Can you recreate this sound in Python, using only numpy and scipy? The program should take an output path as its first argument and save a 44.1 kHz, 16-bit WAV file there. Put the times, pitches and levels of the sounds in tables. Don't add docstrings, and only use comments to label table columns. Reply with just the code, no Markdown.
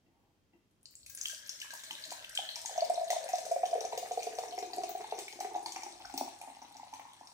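import sys
import numpy as np
from scipy import signal
from scipy.fft import rfft, irfft, next_fast_len
from scipy.io import wavfile

SR = 44100
rng = np.random.default_rng(int(sys.argv[2]) if len(sys.argv) > 2 else 0)


def dump_mix(stems):
    frames = np.atleast_2d(stems).T
    limited = np.clip(frames, -1, 1)
    pcm = np.round(limited * 32767).astype(np.int16)
    wavfile.write(sys.argv[1], SR, pcm)


N = 323253
TIME = np.arange(N) / SR

# (time [s], frequency [Hz])
FILLING = [(1.2, 597), (2.9, 652), (3.6, 664), (4.3, 728), (5.0, 744), (6.2, 792), (7.33, 874)]
# (time [s], frequency [Hz])
CLOUD_PITCH = [(2.0, 983), (2.9, 586), (3.7, 498), (4.4, 463), (4.7, 369), (5.2, 418), (6.2, 285),
               (7.33, 250)]
# (time [s], air column level [dB], bubble cloud level [dB])
PLUNGING = [(0.8, -84, -101), (1.91, -61.5, -78), (2.55, -59, -67), (2.96, -48, -59), (3.36, -56.5, -63),
            (3.75, -53, -51.5), (4.33, -54, -55), (4.89, -54.5, -58.5), (5.29, -59, -62),
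            (5.62, -51.5, -56.5), (6.02, -54.5, -69.5), (6.2, -61, -62), (6.38, -57, -73),
            (6.55, -60.5, -71.5), (7.33, -61, -91)]
# (time [s], splashing level [dB], fizz level [dB])
FROTHING = [(0.8, -87, -76), (0.91, -104, -72), (1.02, -82, -72), (1.13, -79, -71), (1.24, -89, -51),
            (1.43, -63, -63.5), (1.91, -59, -57), (2.42, -56, -60.5), (2.75, -55.5, -54),
            (2.85, -57.5, -58.5), (3.8, -61, -59.5), (4.05, -60.5, -57), (5.11, -62, -59.5),
            (5.69, -68, -60), (6.4, -67, -63.5), (6.87, -66.5, -68.5), (7.33, -73, -64.5)]


def from_db(db):
    return 10 ** (np.asarray(db) / 20)


def rms_one(x):
    return x / np.sqrt(np.mean(x ** 2) + 1e-20)


def in_time(rows, t=TIME):
    s, *columns = np.transpose(rows)
    return [np.interp(t, s, c) for c in columns]


def at_hz(points, hz):
    f, value = np.transpose(points)
    return np.interp(np.log(hz + 1e-3), np.log(f), value)


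def colour(x, spectrum):
    n = 2 * next_fast_len(x.shape[-1])
    gain = from_db(at_hz(spectrum, np.fft.rfftfreq(n, 1 / SR)))
    cepstrum = irfft(np.log(gain))
    cepstrum[1:n // 2] *= 2
    cepstrum[n // 2 + 1:] = 0
    return irfft(rfft(x, n) * np.exp(rfft(cepstrum)))[..., :x.shape[-1]]


def add(track, s, sound):
    i = max(round(s * SR), 0)
    track[i:i + len(sound)] += sound[:N - i]


def drift(rate):
    knots = rng.standard_normal(N // 100)
    return np.interp(TIME * rate, np.arange(len(knots)), knots)


def random_times(start_s, per_s):
    slots = np.arange(0, N / SR, .01)
    return slots[(rng.random(len(slots)) < per_s * slots[1]) & (slots > start_s)]


def grains(per_s, spread_db):
    steps = np.minimum(rng.exponential(1, N), 4.5)
    sizes = from_db(spread_db * steps) * rng.choice([-1, 1], N)
    return rms_one(sizes * (rng.random(N) < per_s / SR))


def resonate(x, hz, width_hz):
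    turn = np.exp(2j * np.pi * np.cumsum(hz) / SR)
    r = np.exp(-np.pi * width_hz * np.sqrt(2) / SR)
    envelope = signal.lfilter([1], [1, -2 * r, r * r], x / turn)
    return rms_one((envelope * turn).real)


def bubble_swarm(spectrum, per_s, spread_db, cycles):
    clicks, pitches = grains(per_s, spread_db), np.geomspace(900, 16000, 36)
    dealt, out = rng.integers(0, len(pitches), N), np.zeros(N)
    for k, hz in enumerate(pitches):
        r, w = from_db(-60 * hz / (cycles * SR)), 2 * np.pi * hz / SR
        struck = clicks * (dealt == k) + 1e-12 * clicks[::-1] + 1e-18
        ringing = signal.lfilter([1, 0, -1], [1, -2 * r * np.cos(w), r * r], struck)
        out += np.sqrt(hz) * rms_one(ringing)
    return rms_one(colour(out, spectrum))


def swell(t, rise, attack=0.79, choke=2.26):
    return (t / rise) ** attack * np.exp(attack / choke * (1 - (t / rise) ** choke))


def diffuse(size):
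    # (frequency [Hz], likeness [-1 to 1])
    likeness = [(60, 0.51), (300, 0.82), (650, 0.33), (1400, 0), (3000, 0.12), (16000, 0)]
    hz = np.fft.rfftfreq(size, 1 / SR)
    alike = np.clip(at_hz(likeness, hz), -1, 1)
    mid, side = np.exp(2j * np.pi * rng.random((2, len(hz))))
    return hz, np.sqrt((1 + alike) / 2) * mid + np.sqrt((1 - alike) / 2) * side * [[1], [-1]]


def background(air_db=-74.5):
    # (frequency [Hz], density [dB per Hz])
    quiet = [(15, -26), (25, -3), (43, -11), (87, 2), (277, -1), (818, -14), (1330, -16.5), (3160, -19.5),
             (3520, -20), (5880, -22), (10100, -29.5), (14800, -30), (16000, -35)]
    # (frequency [Hz], rms level [dB])
    hum_tones = [(49, -89), (98, -85), (3200, -97)]
    air = rms_one(colour(irfft(diffuse(size=N)[1], N), quiet))
    hum = sum(from_db(db) * np.sqrt(2) * np.sin(2 * np.pi * (hz * TIME + rng.random()))
              for hz, db in hum_tones)
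    return from_db(air_db) * air + hum


def handling(swells, spectrum):
    level = sum(from_db(db) * np.exp(-((TIME - s) / half_s) ** 2) for s, db, half_s in swells)
    return level * rms_one(colour(rng.standard_normal(N), spectrum))


def rustles():
    # (time of the height [s], rms level [dB], half-length [s])
    swells = [(0.2, -80, 0.14), (0.552, -78, 0.025)]
    # (frequency [Hz], density [dB per Hz])
    spectrum = [(300, -16), (650, 4), (900, 6), (1300, -14), (2800, -15), (4000, -25)]
    return handling(swells, spectrum)


def knocks(soft_s=0.0033):
    # (time [s], level before mode gains [dB])
    blows = [(0.063, -63.5), (0.2, -76), (0.534, -56), (1.907, -52), (2.081, -53)]
    # (frequency [Hz], relative level [dB], 60 dB decay time [s])
    modes = [(194, -11, 0.25), (291, -2, 0.12), (342, -3.5, 0.12), (711, -8, .08), (860, -15, 0.072),
             (2010, -1, 0.022), (2740, 5, 0.016)]
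    out, t = np.zeros(N), np.arange(SR // 3) / SR
    onset = 1 - np.exp(-t / soft_s)
    for s, db in blows:
        for hz, mode_db, t60 in modes:
            level_db = db + mode_db - 2.5 + rng.normal(0, 0.88)
            add(out, s, from_db(level_db - 60 * t / t60) * np.sin(2 * np.pi * hz * t) * onset)
    return out


def strays(start_s=1.05, per_s=16, over_fizz_db=7.5, spread_db=8, low_hz=3110, high_hz=9330,
           splash_below_db=23.5):
    s = random_times(start_s, per_s)
    size, pitch = rng.random((len(s), 2)).T
    db = in_time(FROTHING, s)[1] + over_fizz_db + spread_db * (size - .5)
    hz = low_hz * (high_hz / low_hz) ** pitch
    return list(zip(s, db, hz, db - splash_below_db))


def pings(ring_cycles=36, ping_db=5, cluster_db=-11.5, cluster_s=0.0039, splash_db=-3, splash_s=0.0058,
          chirp=0.079):
    # (time [s], level [dB], frequency [Hz], splash level [dB])
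    loud = [(0.7112, -70, 9400, -82), (0.8303, -56, 9475, -82), (0.8558, -38, 4450, -77),
            (0.8566, -46, 7120, -77), (0.9538, -39, 7340, -79), (1.0307, -52, 4330, -76),
            (1.0621, -41, 9300, -55), (1.064, -49, 2510, -60), (1.0988, -41, 6470, -52),
            (1.1494, -31.5, 9330, -57.5), (1.1742, -36.5, 6620, -52), (1.1855, -41, 7000, -55),
            (1.213, -25.5, 6290, -64), (1.256, -26, 3090, -45), (1.297, -48, 6000, -41),
            (1.4619, -50, 5430, -53), (1.4729, -42, 10900, -69), (1.4931, -28, 5660, -46),
            (1.601, -37, 5500, -49), (1.6162, -30.5, 2870, -45), (1.7057, -44, 4030, -48),
            (1.7368, -40, 9000, -50), (1.775, -45, 6040, -58), (1.7521, -40, 9000, -57),
            (1.8359, -42, 7300, -47), (1.909, -30, 3020, -46.5), (1.915, -45, 5900, -63),
            (2.0229, -42, 4460, -65), (2.039, -33, 4070, -54), (2.052, -48, 4060, -47),
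            (2.1055, -41, 4370, -48), (2.1156, -43, 9100, -48.5), (2.2457, -35, 3070, -65),
            (2.3516, -33, 8260, -41), (2.3746, -21.5, 3200, -47), (2.387, -29.5, 3350, -59),
            (2.402, -34, 3200, -62), (2.5483, -56, 8270, -58), (2.5577, -32, 5310, -46),
            (2.6588, -29, 6700, -42), (2.7778, -32, 5640, -59), (2.8065, -32, 4460, -57),
            (2.848, -35, 4860, -47.5), (2.898, -36.5, 8100, -58), (2.9429, -37.5, 5900, -58),
            (3.044, -40, 6960, -59), (3.08, -41, 3950, -63), (3.103, -32.5, 1990, -35),
            (3.12, -41, 2110, -52), (3.23, -52, 6300, -56), (3.2413, -37, 8560, -60),
            (3.2889, -39, 6850, -43), (3.3314, -36, 5630, -50), (3.3553, -32.5, 5720, -48),
            (3.3836, -35.5, 5760, -44), (3.4532, -41, 5560, -47.5), (3.5156, -36, 6630, -45),
            (3.7115, -42, 5230, -56), (3.8065, -31, 5700, -45.5), (3.8515, -35, 5970, -53),
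            (3.976, -35, 6070, -41), (3.9874, -39, 6600, -63), (4.118, -42, 6300, -47.5),
            (4.2311, -36, 6640, -48), (4.3863, -38, 4500, -44.5), (4.2049, -45, 2380, -54),
            (4.2238, -40, 2400, -52), (4.4315, -54, 5730, -55), (4.5785, -44, 2180, -67),
            (4.589, -45, 2060, -54), (4.5878, -35.5, 5470, -55), (4.7335, -34, 4450, -48.5),
            (4.8348, -44, 5600, -47), (5.0934, -50, 8600, -78), (5.1887, -43, 6500, -40.5),
            (5.2811, -38, 2230, -48.5), (5.3255, -43, 4900, -53), (5.4028, -39, 6140, -43),
            (5.6597, -32, 4380, -44), (5.682, -42, 3500, -53), (5.7216, -33, 6470, -47.5),
            (5.7619, -35.5, 5620, -61), (5.8212, -41, 2260, -57), (5.8339, -36.5, 5830, -48.5),
            (6.0497, -40, 1500, -68), (6.0995, -56, 1560, -55), (6.0539, -41, 5440, -67),
            (6.1398, -42, 8440, -51), (6.1772, -28, 5440, -39.5), (6.3882, -48, 8800, -64),
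            (6.414, -41, 9050, -54), (6.4144, -45, 2430, -67), (6.6185, -46, 5800, -70),
            (6.7444, -51, 4360, -70), (6.7678, -46, 5640, -57), (6.9365, -56, 5550, -50.5),
            (7.2722, -46, 5400, -60)]
    # (frequency [Hz], relative level [dB])
    burst = [(1200, -30.5), (2200, 9), (4000, 9.5), (6300, 11), (9000, 7.5), (13000, -7), (15100, 1.5),
             (15900, -26)]
    out, splash, t = np.zeros(N), np.zeros(N), np.arange(SR // 10) / SR
    for s, db, hz, burst_db in list(loud) + strays():
        t60 = ring_cycles / hz
        phase = 2 * np.pi * hz * t * (1 + chirp * (np.minimum(t / t60, 1) - .2))
        narrow = signal.butter(2, 0.15 * hz, fs=SR, output="sos")
        wander = signal.sosfilt(narrow, rng.standard_normal((2, len(t))))
        fragments = rms_one(wander[0] * np.cos(phase) + wander[1] * np.sin(phase))
        fragments = fragments * np.exp(-t / cluster_s)
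        ring = from_db(-60 * t / t60) * np.sin(phase)
        onset = 1 - np.exp(-t * hz)
        add(out, s, from_db(db + ping_db) * (ring + from_db(cluster_db) * fragments) * onset)
        add(splash, s, from_db(burst_db + splash_db) * np.exp(-t / splash_s) * 2)
    return out, splash * bubble_swarm(burst, per_s=8300, spread_db=1.0, cycles=13.3)


def trickle(column_db, cloud_db, splash_db, column_gain_db=-4, cloud_gain_db=-3, overtone_gain_db=-4,
            overtone_fade_db_per_s=6.5, flutter_db=3, column_slosh=0.028, cloud_slosh=0.052,
            sloshes_per_s=18, head_from_s=4.5, head_grow_s=2, head_widens=2.4):
    # (multiple of its pitch, width [Hz], level [dB])
    column_modes = [(1, 58, 9), (1.24, 120, -3.5), (1.55, 200, -40)]
    # (multiple of its pitch, width [Hz], level [dB])
    overtones = [(2.7, 154, 19), (4.65, 260, -13)]
    pitch = in_time(FILLING)[0] * (1 + column_slosh * drift(sloshes_per_s))
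    cloud_hz = in_time(CLOUD_PITCH)[0] * (1 + cloud_slosh * drift(sloshes_per_s))
    patter = grains(per_s=700, spread_db=6.0) * from_db(flutter_db * drift(35))

    def ring(modes, widen=1):
        return rms_one(sum(from_db(db) * resonate(patter, k * pitch, widen * width)
                           for k, width, db in modes))

    head = np.clip((TIME - head_from_s) / head_grow_s, 0, 1)
    low = (1 - head) * ring(column_modes) + head * ring(column_modes, head_widens)
    high = ring(overtones)
    cloud = resonate(patter, cloud_hz, width_hz=80)
    overtone_db = splash_db + overtone_gain_db - overtone_fade_db_per_s * TIME
    column = from_db(column_db + column_gain_db) * low + from_db(overtone_db) * high
    return column + from_db(cloud_db + cloud_gain_db) * cloud


def foam(splash_db, fizz_db, splash_gain_db=-2, fizz_gain_db=-5.5, spray_below_fizz_db=9.5,
         spray_fade_db_per_s=1.9, surge_db=2.6, surges_per_s=60):
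    # (frequency [Hz], relative level [dB])
    splash_spectrum = [(500, -4), (1200, -1), (1700, -11.5), (2400, 3.5), (3200, 11), (4200, 12.5),
                       (6000, -24)]
    fizz_spectrum = [(2000, -22), (3200, -22), (4200, 2), (5800, 10), (7000, 3), (9000, 6), (11500, -11.5),
                     (14000, -54), (16500, -21)]
    spray_spectrum = [(8000, -20), (11500, -5), (13300, -13), (14100, -5), (14800, 2), (15400, 0),
                      (15850, -28)]
    spray_db = fizz_db - spray_below_fizz_db - spray_fade_db_per_s * TIME
    splash = bubble_swarm(splash_spectrum, per_s=1500, spread_db=7.5, cycles=19.6)
    fizz = bubble_swarm(fizz_spectrum, per_s=3000, spread_db=6.5, cycles=39)
    spray = bubble_swarm(spray_spectrum, per_s=4200, spread_db=3, cycles=8)
    froth = from_db(splash_db + splash_gain_db) * splash + from_db(fizz_db + fizz_gain_db) * fizz
    return (froth + from_db(spray_db) * spray) * from_db(surge_db * drift(surges_per_s))


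def crackle(fizz_db, below_fizz_db=2.5):
    # (frequency [Hz], relative level [dB])
    spectrum = [(1200, -9), (2300, 1), (3200, 3), (4400, 3), (6200, 1), (9000, 6), (11500, -5),
                (15500, -17)]
    return from_db(fizz_db - below_fizz_db) * bubble_swarm(spectrum, per_s=85, spread_db=4.5, cycles=6.7)


def rumbles():
    # (time of the height [s], rms level [dB], half-length [s])
    swells = [(1.1, -72, .12), (2.27, -73.5, 0.095), (6.05, -70, 0.09)]
    # (frequency [Hz], density [dB per Hz])
    spectrum = [(20, -12), (50, 11), (110, 8), (220, -25), (600, -57)]
    return handling(swells, spectrum)


def snaps(t60=0.01, gain_db=-3):
    # (time [s], level before the gain [dB])
    bursts = [(0.9087, -49), (1.0967, -38.5), (1.15, -47), (1.213, -44), (1.268, -36), (1.7381, -36),
              (3.1025, -45), (3.9773, -39), (4.893, -30), (6.176, -30.5)]
    # (frequency [Hz], relative level [dB])
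    spectrum = [(7000, -17), (12500, -7.5), (14600, -3), (15400, 3), (16200, -2)]
    level, t = np.zeros(N), np.arange(SR // 50) / SR
    for s, db in bursts:
        add(level, s, from_db(db + gain_db - 60 * t / t60))
    return level * rms_one(colour(rng.standard_normal(N), spectrum))


def bottom(from_s=1.05, rise_s=0.22, start_db=-67, fade_db_per_s=2, centre_hz=1680, width_hz=220,
           flutter_db=4, slosh=0.016, drop_t60=0.045, drop_rise_s=0.0011):
    # (time [s], level [dB], frequency [Hz])
    drops = [(1.1, -54.5, 1640), (1.296, -41.5, 1613), (1.336, -54, 1760), (1.432, -47, 1640),
             (1.626, -39, 1700), (1.7043, -38, 1620), (1.766, -48, 1734), (1.985, -44, 1680)]
    age, t = np.maximum(TIME - from_s, 0), np.arange(SR // 10) / SR
    level = from_db(start_db - fade_db_per_s * age) * np.minimum(age / rise_s, 1)
    patter = grains(per_s=330, spread_db=3.5) * from_db(flutter_db * drift(30))
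    out = level * resonate(patter, centre_hz * (1 + slosh * drift(25.1)), width_hz)
    onset = 1 - np.exp(-t / drop_rise_s)
    for s, db, hz in drops:
        add(out, s, from_db(db - 60 * t / drop_t60) * onset * np.sin(2 * np.pi * hz * t))
    return out


def gurgles(start_s=1.3, per_s=50, over_splash_db=6, spread_db=10, multiple=2.87, octaves=0.65,
            swell_cycles=2.57):
    out, t, times = np.zeros(N), np.arange(SR // 20) / SR, random_times(start_s, per_s)
    for s, (size, pitch) in zip(times, rng.random((len(times), 2))):
        hz = in_time(FILLING, s)[0] * multiple * 2 ** (octaves * (pitch - .5))
        db = in_time(FROTHING, s)[0] + over_splash_db + spread_db * (size - .5)
        add(out, s, from_db(db) * swell(t, swell_cycles / hz) * np.sin(2 * np.pi * hz * t))
    return out


def all_gulps(plop_swell_s=0.0028, plop_cloud_below_db=18, small_from_s=2.6, small_per_s=5.1,
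              over_plunge_db=12.5, small_swell_s=0.0031, spread_db=3, detune=0.11, splash_below_db=24):
    # (time [s], level [dB], frequency [Hz], swell time [s], bubble cloud level [dB], splash level [dB])
    loud = [(2.7584, -37, 740, 0.0037, -48, -62), (2.7776, -23.5, 692, 0.0052, -45, -58),
            (2.8197, -21, 676, 0.0075, -30, -50), (2.898, -19.5, 692, 0.0054, -47, -54),
            (2.9751, -25.5, 686, 0.0068, -46, -75), (3.0108, -27, 687, 0.0076, -60, -66.0),
            (3.0268, -33.5, 654, 0.0068, -57, -69), (3.1019, -24.5, 705, 0.0074, -41, -55),
            (3.129, -25, 720, 0.0029, -47, -50), (3.1618, -27, 686, 0.0059, -31, -68),
            (3.208, -48, 673, 0.0026, -46, -69), (3.24, -37.5, 666, 0.004, -44, -64),
            (3.2885, -33.5, 746, 0.0081, -56, -51), (3.3338, -21, 709, 0.0058, -53, -59),
            (3.3816, -35.5, 659, 0.007, -39.5, -52), (3.4635, -33.5, 683, 0.0039, -46, -58),
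            (3.5115, -23.5, 683, 0.0105, -32, -52), (3.5613, -25.5, 690, 0.0046, -28, -54),
            (3.6321, -20.5, 710, 0.0058, -37, -50), (3.717, -37, 694, 0.0041, -50, -64),
            (3.7287, -23, 683, 0.0076, -47, -63.0), (3.7534, -25, 700, 0.0055, -28, -58),
            (3.8115, -31.5, 723, 0.0024, -38, -56), (3.8467, -30, 717, 0.0056, -38.5, -50),
            (3.93, -30.5, 690, 0.0028, -36, -64), (3.9745, -34, 703, 0.0068, -33, -50.5),
            (4.027, -34.5, 715, 0.0054, -55, -54), (4.0585, -37.5, 699, 0.0028, -52, -50),
            (4.11, -28.5, 717, 0.0057, -33, -58), (4.1738, -24, 726, 0.0036, -30, -67),
            (4.2668, -30, 710, 0.0064, -33, -53), (4.327, -38.5, 718, 0.0065, -47, -52),
            (4.3853, -28, 704, 0.0044, -38, -49), (4.4358, -31.0, 754, 0.0019, -42, -52),
            (4.5193, -37.5, 711, 0.014, -46.5, -57), (4.5776, -32, 743, 0.0059, -38, -50),
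            (4.6243, -34, 730, 0.0079, -37.5, -45), (4.7321, -36.5, 746, 0.005, -48, -50),
            (4.7799, -29.5, 733, 0.0071, -33.5, -61), (4.834, -28, 711, 0.0052, -34.5, -47),
            (4.8908, -35.5, 725, 0.0048, -44, -50), (4.9493, -29, 738, 0.0048, -44, -57),
            (5.0076, -39, 730, 0.0041, -44.5, -48.5), (5.1232, -25.5, 742, 0.0022, -29, -48),
            (5.1822, -36, 735, 0.0038, -37, -46.5), (5.39, -39, 690, 0.0025, -55, -68),
            (5.4056, -29.5, 783, 0.0045, -60, -47.5), (5.4459, -30, 755, 0.0057, -37, -50),
            (5.511, -44, 785, 0.0025, -45, -62), (5.54, -40, 783, 0.0034, -58, -72),
            (5.5498, -28, 800, 0.0029, -50, -57), (5.5592, -26.5, 770, 0.0037, -46, -54),
            (5.577, -41, 785, 0.0019, -58, -69), (5.5996, -35, 784, 0.0064, -60, -74),
            (5.7605, -38, 772, 0.0072, -47, -45), (5.8607, -36, 806, 0.0058, -46.5, -50),
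            (5.954, -47, 770, 0.0027, -56, -66), (6.002, -44.5, 830, .0035, -64, -58),
            (6.0415, -51, 780, 0.0035, -68, -66), (6.0527, -41.5, 754, 0.0044, -67, -59),
            (6.0961, -42, 800, 0.0043, -72, -54), (6.1388, -33.5, 775, 0.0041, -38.5, -58),
            (6.1761, -33.5, 805, 0.0035, -47, -54), (6.2101, -24, 758, 0.002, -37, -71),
            (6.4125, -38.5, 790, 0.003, -65, -72)]
    # (time [s], level [dB], frequency [Hz], splash level [dB])
    plop_rows = [(1.332, -51.5, 630, -71), (1.645, -53, 1070, -56), (1.7321, -51, 674, -56),
                 (1.736, -49, 1060, -71), (1.771, -66, 1100, -66), (1.906, -46.5, 853, -47),
                 (2.1188, -36, 711.0, -43.5), (2.3895, -30.5, 750, -61), (2.563, -42, 936, -49.5),
                 (2.649, -39, 860, -62), (2.6937, -35, 788, -70), (2.7275, -39.5, 726, -59),
                 (3.9232, -32.0, 893, -46), (5.0428, -33, 843, -50), (5.6598, -32.5, 877, -48),
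                 (5.832, -35.5, 840, -62), (6.2787, -34.5, 800, -64), (6.4253, -42, 780, -64),
                 (6.434, -40, 820, -68), (6.474, -40, 785, -67), (6.4818, -43, 750, -58),
                 (6.4998, -40.5, 820, -62), (6.5685, -46, 816, -71), (6.621, -44.5, 850, -57),
                 (6.758, -48.5, 760, -64), (6.7963, -40.5, 894, -82), (6.8315, -39, 810, -81),
                 (6.928, -41, 853, -67), (6.9352, -37.5, 925, -53), (6.995, -38.5, 850, -47),
                 (7.0511, -44.5, 920, -67), (7.103, -50.5, 885, -73), (7.2097, -41, 813.0, -86),
                 (7.231, -48, 970, -77)]
    plops = [(s, db, hz, plop_swell_s, db - plop_cloud_below_db, wet_db) for s, db, hz, wet_db in plop_rows]
    small, times = [], random_times(small_from_s, small_per_s)
    for s, (size, tune) in zip(times, rng.standard_normal((len(times), 2))):
        db, low_db = np.array(in_time(PLUNGING, s)) + over_plunge_db + spread_db * size
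        hz = in_time(FILLING, s)[0] * (1 + detune * tune)
        small.append((s, db, hz, small_swell_s, low_db, db - splash_below_db))
    return list(loud) + plops + small


def glugs(ring_db=-17, ring_t60=0.09, cloud_db=1, cloud_t60=0.059, cloud_rise=0.0011, slap_db=-22.0,
          slap_s=0.0074, low_cut_hz=230, cloud_detune=0.082, neighbour_db=-9, neighbour_spread=0.36,
          splash_db=1, splash_s=0.0096, chirp=0.0083):
    # (frequency [Hz], relative level [dB])
    splash_spectrum = [(350, -8.5), (600, -2.5), (950, 13.5), (1300, -6.5), (1700, -2), (2300, 6.5),
                       (3100, -3.5), (5000, -23)]
    out, splash, t, gulps = np.zeros(N), np.zeros(N), np.arange(SR // 5) / SR, all_gulps()
    slap_spectrum = [(150, -19.5), (350, -12.5), (900, 14.0), (1300, -23.5), (2400, 1.5), (6000, -85)]
    slaps = rms_one(colour(rng.standard_normal(N), slap_spectrum))
    droplets = bubble_swarm(splash_spectrum, per_s=2000, spread_db=1.5, cycles=17)
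    chances = rng.uniform(-1.28, 1, (len(gulps), 3))
    for (s, db, hz, rise, low_db, wet_db), (chance, *others) in zip(gulps, chances):
        column_hz, cloud_hz = in_time(FILLING, s)[0], in_time(CLOUD_PITCH, s)[0]
        onset = 1 - np.exp(-t / rise)
        glide = 1 + chirp * (t / (2 * rise) - 1)
        gulp = swell(t, rise) * np.sin(2 * np.pi * hz * t * glide)
        ring = from_db(ring_db - 60 * t / ring_t60) * onset * np.sin(2 * np.pi * column_hz * t)
        slap = from_db(slap_db) * np.exp(-t / slap_s) * np.roll(slaps, -round(s * SR))[:len(t)]
        neighbours = sum(np.sin(2 * np.pi * cloud_hz * (1 + neighbour_spread * abs(size)) * t)
                         for size in others)
        bubbles = np.sin(2 * np.pi * cloud_hz * (1 + cloud_detune * chance) * t)
        bubbles = bubbles - from_db(neighbour_db) * neighbours
        cloud = from_db(cloud_db - 60 * t / cloud_t60) * (1 - np.exp(-t / cloud_rise)) * bubbles
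        add(out, s, from_db(db) * (gulp + ring + slap) - from_db(low_db) * cloud)
        add(splash, s, from_db(wet_db + splash_db) * np.exp(-t / splash_s))
    low_cut = signal.butter(4, low_cut_hz, "high", fs=SR, output="sos")
    return signal.sosfilt(low_cut, out + splash * droplets)


def room(x, first_echo_s=0.0016):
    # (frequency [Hz], level [dB])
    echo = [(100, -8), (350, 1), (650, -7), (1200, 4), (3000, -0.5), (7000, 4), (15000, 2)]
    # (frequency [Hz], 60 dB decay time [s])
    decay = [(100, 0.15), (650, 0.47), (3000, 0.49), (7000, 0.54), (15000, 0.22)]
    hz, spectra = diffuse(size=SR)
    t, centres = np.arange(SR) / SR, np.geomspace(60, 16000, 14)
    tail = 0
    for k, centre in enumerate(centres):
        share = at_hz(np.c_[centres, np.arange(len(centres)) == k], hz)
        fade = from_db(-60 * t / at_hz(decay, centre)) * np.clip(t / first_echo_s - 1, 0, 1)
        tail = tail + irfft(spectra * share, SR) * rms_one(fade) * from_db(at_hz(echo, centre))
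    return signal.fftconvolve(x[None], tail, axes=1)[:, :N]


def shifting_room(x, count=4):
    height = np.linspace(0, count - 1, N)
    return sum(room(x * np.sqrt(np.maximum(1 - abs(height - k), 0))) for k in range(count))


def scene(left_lag_s=.00015, ping_echo_db=-4.5, crackle_echo_db=-7, gulp_echo_db=-1.5):
    # (frequency [Hz], left minus right [dB])
    tilt = [(60, 2.5), (200, 3.5), (700, 0.9), (1300, 0.5), (2400, 0.1), (4400, 6), (6500, 5), (9000, -2.5),
            (11500, 8), (13500, 1.5), (15000, 11)]
    pouring = np.clip((TIME - .8) / 0.14, 0, 1)
    column_db, cloud_db = in_time(PLUNGING)
    splash_db, fizz_db = in_time(FROTHING)
    stream = trickle(column_db, cloud_db, splash_db) + foam(splash_db, fizz_db)
    rings, scatter = pings()
    ticks, gulps = pouring * crackle(fizz_db), glugs()
    mug = pouring * stream + bottom() + gurgles() + scatter + snaps() + knocks()
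    mug = mug + rumbles() + rustles()
    near = mug + rings + ticks + gulps
    direct = np.array([np.roll(near, round(left_lag_s * SR)), near])
    to_room = mug + from_db(ping_echo_db) * rings
    to_room = to_room + from_db(crackle_echo_db) * ticks + from_db(gulp_echo_db) * gulps
    left, right = direct + shifting_room(to_room)
    heard = [colour(side, [(hz, sign * db / 2) for hz, db in tilt])
             for side, sign in ((left, 1), (right, -1))]
    return np.array(heard) + background()


def record(dry, cutoff_hz=16300):
    return signal.sosfilt(signal.ellip(10, .1, 80, cutoff_hz, fs=SR, output="sos"), dry)


dry = scene()
out = record(dry)
dump_mix(out)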